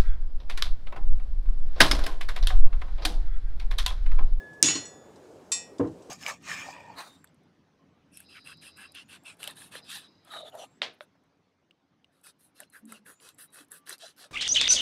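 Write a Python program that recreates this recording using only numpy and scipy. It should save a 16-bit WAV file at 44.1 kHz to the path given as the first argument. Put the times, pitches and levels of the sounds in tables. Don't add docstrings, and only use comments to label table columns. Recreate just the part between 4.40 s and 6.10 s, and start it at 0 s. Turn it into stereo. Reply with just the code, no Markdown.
import sys
import numpy as np
from scipy import signal
from scipy.io import wavfile
from scipy.ndimage import uniform_filter1d

SR = 44100
rng = np.random.default_rng(int(sys.argv[2]) if len(sys.argv) > 2 else 0)


def how_loud(loudness_db):
    steps = np.asarray(loudness_db, float) / 20
    return 10 ** steps


def materialize(psi):
    bounded = np.clip(np.atleast_2d(psi).T, -1, 1)
    quanta = np.round(bounded * 32767).astype(np.int16)
    wavfile.write(sys.argv[1], SR, quanta)


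N = 74970
T = np.arange(N) / SR
BLOW_S = 0.22725


def unit(x):
    return x / np.sqrt(np.mean(x ** 2) + 1e-20)


def along(points, hz):
    f, v = np.transpose(points)
    return np.interp(np.log(hz + 1), np.log(f + 1), v)


def pan(db):
    return how_loud([[db / 2], [-db / 2]])


def since(s):
    return np.clip(T - s, 0, None)


def swell(s, rise_s):
    return 1 - np.exp(-since(s) / rise_s)


def ring(modes, s, db, rise_s, scatter_db=0, spread=1):
    spread_rad, spread_db = 0.67 * spread, 1 * spread
    out = np.zeros((2, N))
    start = round(max(s, 0) * SR)
    hz, level, t60, pan_db = np.transpose(modes)[..., None]
    t = T[:min(N - start, int(t60.max() * SR) + 1)]
    level_u, pan_u, phase_u, phase = rng.standard_normal((len(hz), 4)).T[..., None]
    for ch, side in enumerate((1, -1)):
        side_db = side * (pan_db / 2 + spread_db * pan_u)
        gain = how_loud(db + level + scatter_db * level_u + side_db - 60 * t / t60)
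        side_phase = side * spread_rad * phase_u * hz / 5000
        wave = np.sin(2 * np.pi * hz * t + phase + side_phase)
        out[ch, start:start + len(t)] = np.sum(gain * wave, axis=0)
    return out * swell(s, rise_s)


def puff(colour, decay, s, db, alike):
    lead = 512
    hz, t, z = signal.stft(rng.standard_normal((2, SR // 2)), SR, nperseg=256)
    fall_db = 60 * np.clip(t - lead / SR, 0, None) / along(decay, hz)[:, None]
    z = z * how_loud(along(colour, hz)[:, None] - fall_db)
    mid, side = signal.istft(z, SR, nperseg=256)[1][:, lead:]
    pair = np.array([mid + side * (1 - alike), mid - side * (1 - alike)])
    out = np.zeros((2, N + SR))
    start = round(s * SR)
    out[:, start:start + len(mid)] = how_loud(db) * pair / np.sqrt(np.mean(how_loud(along(colour, hz)) ** 2))
    return out[:, :N]


# frequency in Hz, correlation.
ALIKE = [(60, 0.82), (240, 0.961), (930, 0.83), (3640, -0.43), (14300, 0.13)]


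def rush(colour, patchy_db):
    hz, _, z = signal.stft(rng.standard_normal((2, N + SR // 8)), SR, nperseg=1024)
    field = uniform_filter1d(rng.standard_normal(z.shape[1:]), size=8, axis=0)
    field = uniform_filter1d(field, size=5, axis=1)
    turn = np.arccos(np.clip(along(ALIKE, hz), -1, 1)) / 2
    mid_side = how_loud(along(colour, hz)) * np.array([np.cos(turn), np.sin(turn)])
    z = z * how_loud(patchy_db * unit(field)) * mid_side[..., None]
    mid, side = signal.istft(z, SR, nperseg=1024)[1][:, :N]
    return unit(np.array([mid + side, mid - side]))


# frequency in Hz, level in dB.
AIR = [(30, -33), (80, -6), (250, -2), (430, 2), (800, -7.5), (1900, -21.5), (7000, -26), (15000, -41)]
# time in seconds, level in dB.
RUSTLE = [
    (0.601, -83.5),
    (.75, -75),
    (.85, -68),
    (1.05, -71),
    (1.3, -83.5),
    (1.45, -68),
    (1.7, -63.5),
]
# frequency in Hz, level in dB.
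CLOTH = [(1500, -22), (3000, -3), (5000, 0), (8000, -4), (10000, -14.5), (14000, -31)]


def air():
    s, db = np.transpose(RUSTLE)
    sleeves = how_loud(np.interp(T, s, db)) * rush(CLOTH, patchy_db=4.0)
    return how_loud(-51.5) * rush(AIR, patchy_db=1.5) + sleeves


def centred(freqs, rows):
    return [(hz, *row, 0) for hz, row in zip(freqs, rows)]


EARLIER_HZ = [1701.5, 3510, 5179, 8850]
# level in dB, t60 in seconds.
EARLIER = [(-43.5, 2.5), (-68, .8), (-70, .3), (-72, .35)]


def earlier_ring():
    stopped = np.clip((BLOW_S - T) / 0.002, 0, 1)
    return ring(centred(EARLIER_HZ, EARLIER), -1, 0, 0.1, spread=0) * stopped


LOW_HZ = [1701.5, 1896, 1938, 2401, 2599, 2695, 2736, 2957, 3430, 3509, 3599, 4252, 4289, 5005]
HIGH_HZ = [5180, 5301, 5627, 5808, 6462, 6659, 6844, 7362, 7543, 7755, 8503, 8846, 9010, 9838]


def spring(rows):
    return [(hz, *row) for hz, row in zip(LOW_HZ + HIGH_HZ, rows)]


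# level in dB, t60 in seconds, L-R in dB.
LAID = [(-65.5, 1.5, 1.5), (-46.5, 0.714, -4), (-53, 0.41, 3.5), (-42.5, 0.337, -4), (-40.5, 0.521, -8.5),
        (-56, 0.39, -2), (-61.5, .22, -3), (-50.5, 0.403, -5.5), (-57.5, 0.63, -10), (-61, .6, -2),
        (-34, .26, 0), (-35, .21, -3), (-37, .22, -3), (-36, .14, 2), (-52, .3, -7), (-38, .47, 7),
        (-36, .34, 9), (-27, .12, -7), (-50, 0.28, -1), (-32, 0.245, -9), (-46, 0.385, 3), (-25, 0.217, 9),
        (-23, 0.1815, -9), (-30, 0.261, 1), (-30, 0.123, -5), (-52, 0.65, 1.5), (-36, 0.203, -9),
        (-64, 0.74, -8)]
PUNCH_HZ = [1090, 1400, 2027, 8083, 9444, 9936, 10400, 11050, 11900, 13000]
# level in dB, t60 in seconds.
PUNCH = [(-43, 0.1425), (-50.5, 0.167), (-49, 0.304), (-30.5, 0.198), (-35.5, 0.094), (-33.5, 0.169),
         (-42.5, 0.164), (-42, 0.13), (-49.5, 0.068), (-49.5, 0.097)]


def laid_modes():
    return spring(LAID), centred(PUNCH_HZ, PUNCH)


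# frequency in Hz, level in dB.
CLATTER = [(300, -17.5), (1200, -6), (2500, -1.5), (5500, 4.5), (8000, 2), (11000, -18.5), (15000, -52)]
# frequency in Hz, t60 in seconds.
CLATTER_T60 = [(500, 0.56), (3000, 0.28), (8000, 0.2), (14000, 0.1)]


def rattle(s, db, centre_hz, octaves, t60, count=40):
    u = rng.standard_normal((count, 2))
    hz = np.clip(centre_hz * 2 ** (octaves * u[:, 0]), 100, 13500)
    modes = np.c_[hz, along(CLATTER, hz), t60 * np.exp(0.4 * u[:, 1]), 0 * hz]
    hiss = puff(CLATTER, CLATTER_T60, s, db + 8.5, alike=0.85) * swell(s, 0.00071)
    return ring(modes, s, db, 0.00076, scatter_db=4.0) + hiss


# start in seconds, ring in dB, rattle in dB, rattle centre in Hz.
TICKS = [
    (0.132, -48.5, -72.5, 5930),
    (0.454, -56, -59.5, 7990),
    (.758, -51, -70, 5727),
    (1.383, -37.5, -62.5, 5479),
    (1.471, -56.5, -70, 7500),
    (1.515, -48, -84.5, 6940),
    (1.621, -43, -71, 7580),
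]


def ticks():
    springs, punch = laid_modes()
    touched = (springs + punch[3:7])[15:]
    upper = [(hz, 0.44 * db, 0.1, pan_db) for hz, db, _, pan_db in touched]
    out = 0
    for s, db, rattle_db, hz in TICKS:
        scrape = rattle(s, rattle_db, hz, 1.0, 0.032, count=14) * how_loud(-400 * since(s))
        out = out + ring(upper, s, db - 14.5, 0.0008, scatter_db=5.5) + scrape
    return out


# frequency in Hz, level in dB.
CRACK = [(2600, -26), (4800, -8), (5500, 3), (6500, 1.5), (8200, 1), (9800, -5.5), (12500, -21)]


def crack():
    return ring([(hz, db, 0.0051, -2.5) for hz, db in CRACK], BLOW_S, 5, 0.00027, spread=0.23)


# level in dB, t60 in seconds, L-R in dB.
BLOWN = [(-50.5, 1.6, 1.5), (-46.5, 0.58, 0), (-37, 0.62, -3.5), (-39, 0.27, -2.5), (-35.5, .39, -9),
         (-33, .4, -4), (-33, .35, -4.5), (-33, .34, 5.5), (-38.5, .4, -0.5), (-34.5, 0.71, -2.5),
         (-41.5, .37, -3.5), (-28, .13, 0), (-29, 0.25, 0), (-27, .2, 0),
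         (-35.5, .55, -5.5), (-38.5, 0.27, 4.5), (-27.5, 0.23, -3), (-20.5, 0.17, -10), (-29, .3, 0),
        (-17.5, 0.2, 8), (-27.5, .6, -5), (-27, 0.24, 7), (-27, .2, -8.5), (-33, .2, -5.5), (-36, .19, 0.5),
        (-39.5, .46, 0.5), (-34, .2, -2.5), (-46.5, .3, -5.5)]
# seconds after the blow, ring in dB, rattle in dB, centre in Hz, floor thud in dB.
CLAPS = [
    (.0012, -40.5, -33.5, 6089, -25.5),
    (0.015, -24, -37.5, 4575, -28),
    (0.0307, -30, -34.5, 7636, -35.5),
    (0.0563, -19, -38, 2801, -32),
    (0.0752, -35.5, -43, 4686, -40),
    (0.1262, -20, -45.5, 2508, -29),
]


def blow():
    modes = spring(BLOWN)
    out = ring(modes, BLOW_S, -0.45, 0.00061, spread=0.16)
    for after_s, ring_db, rattle_db, hz, _ in CLAPS:
        s = BLOW_S + after_s
        out = out + ring(modes, s, ring_db, 0.0011, scatter_db=3)
        out = out + rattle(s, rattle_db, hz, octaves=0.7, t60=0.073)
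    return out


# frequency in Hz, level in dB, t60 in seconds.
BOARDS = [(76.2, -23, 0.1), (108.8, -19, 0.28), (152, -22, 0.23), (187, -15.5, 0.12), (281.6, -2.5, 0.14),
          (321.43, -5, 0.13), (364.1, -8.5, 0.12), (481.5, -11.5, 0.14), (637, -11.5, 0.05),
          (1040, -15, 0.06)]
# start in seconds, boards in dB, knock in dB.
SET_DOWN = [
    (1.3955, -20, -27.5),
    (1.401, -24, -28.5),
    (1.409, -20.5, -30.5),
    (1.43, -28.5, -34.5),
    (1.443, -35.5, -34.5),
    (1.456, -27.5, -44),
    (1.474, -66.5, -43),
    (1.503, -44.5, -61),
    (1.694, -31.5, -50),
]
# frequency in Hz, level in dB.
KNOCK = [(60, -22.5), (150, 3.5), (350, 3.5), (1000, -6), (2200, -17.5), (4000, -32), (9000, -61.5)]
# frequency in Hz, t60 in seconds.
KNOCK_T60 = [(100, 0.5), (500, 0.12), (2500, .05)]
BOARDS_HIGH_PASS = signal.butter(4, 68, "high", fs=SR, output="sos")


def boards():
    modes = [(*row, 0) for row in BOARDS]
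    thuds = [(BLOW_S + after_s, db, db - 8.0) for after_s, _, _, _, db in CLAPS]
    out = 0
    for s, db, knock_db in list(SET_DOWN) + thuds:
        knock = puff(KNOCK, KNOCK_T60, s, knock_db, alike=0.71) * swell(s, 0.0038)
        out = out + ring(modes, s, db, 0.0018, scatter_db=4.0, spread=0.099) + knock
    return signal.sosfilt(BOARDS_HIGH_PASS, out)


FREED_HZ = [9608, 11203, 12260, 12875, 13950, 6462, 9838, 6844, 8503, 9010, 2695, 2957, 3509, 5180, 5627,
            340, 1060, 4252, 4289, 9838]
# start in seconds, level in dB, t60 in seconds, L-R in dB.
FREED = [(.229, -38, .2, 0), (.229, -42, .25, -3), (.229, -48, .2, -4), (.229, -50, .2, 0),
         (.247, -56, .15, 0), (.25, -27, .25, 3), (.25, -42, .25, -10), (.262, -16, .22, -4),
         (.262, -29, .15, 6), (.262, -34, .25, -10), (.283, -27, .14, 0), (.283, -33, .3, 3),
         (.3, -41, .8, -2), (.298, -30, .12, -2), (.31, -33, .3, 0), (.352, -38, .12, 1),
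         (.352, -37, .1, 0), (.34, -32, .3, 0), (.34, -35, .3, 0), (.4, -60, .45, -14)]


def leaves():
    return sum(ring([(hz, *row)], s, 0, 0.0029, spread=0.3) for hz, (s, *row) in zip(FREED_HZ, FREED))


TINK_HZ = [5806, 7773, 13000]
# level in dB, t60 in seconds, L-R in dB.
TINK = [(-43.5, 0.149, -3), (-44.5, 0.152, -17.5), (-61.5, 0.055, -1)]


def tink():
    modes = [(hz, *row) for hz, row in zip(TINK_HZ, TINK)]
    return ring(modes, 0.454, 0, 0.000444, spread=0.54)


def tap():
    tap_s, hand_s, hand_db_per_s = 1.1178, 1.225, -63
    springs, punch = laid_modes()
    rung = ring(springs + punch, tap_s, -0.44, 0.0011, spread=0.25)
    clatter = rattle(tap_s, -47.5, 6000, 0.63, 0.32) * how_loud(-150 * since(tap_s))
    return rung * how_loud(hand_db_per_s * since(hand_s)) + clatter


# frequency in Hz, t60 in seconds.
ROOM = [(150, 0.22), (1000, 0.38), (5000, 0.34), (12000, 0.21)]


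def room(x):
    tail = puff([(100, 0)], ROOM, 0.004, 0, alike=0.99)[:, :SR // 2]
    tail = tail / np.linalg.norm(tail[0])
    return signal.fftconvolve(x.mean(0)[None], tail, axes=1)[:, :N]


def scene():
    steel = earlier_ring() + ticks() + crack() + blow() + leaves() + tink() + tap()
    steel = steel * pan(0)
    wood = boards() * pan(0.56)
    wet = room(how_loud(-17.5) * steel + how_loud(-16.5) * wood)
    return steel + wood + wet + air()


def low_pass(x):
    return signal.sosfilt(signal.butter(12, 15500, fs=SR, output="sos"), x)


def record(dry):
    duck_db, delay_s, fall_s, recover_s = -4, 0.001085, 0.00036, 0.0449
    ceiling, knee = 0.92, 14
    t = np.clip(T - BLOW_S - delay_s, 0, None)
    x = dry * how_loud(duck_db * (1 - np.exp(-t / fall_s)) * np.exp(-(t / recover_s) ** 2))
    x = x / (1 + np.abs(x / ceiling) ** knee) ** (1 / knee)
    bass_cut = signal.butter(2, 40, "high", fs=SR, output="sos")
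    return low_pass(signal.sosfilt(bass_cut, x))


dry = scene()
out = record(dry)
materialize(out)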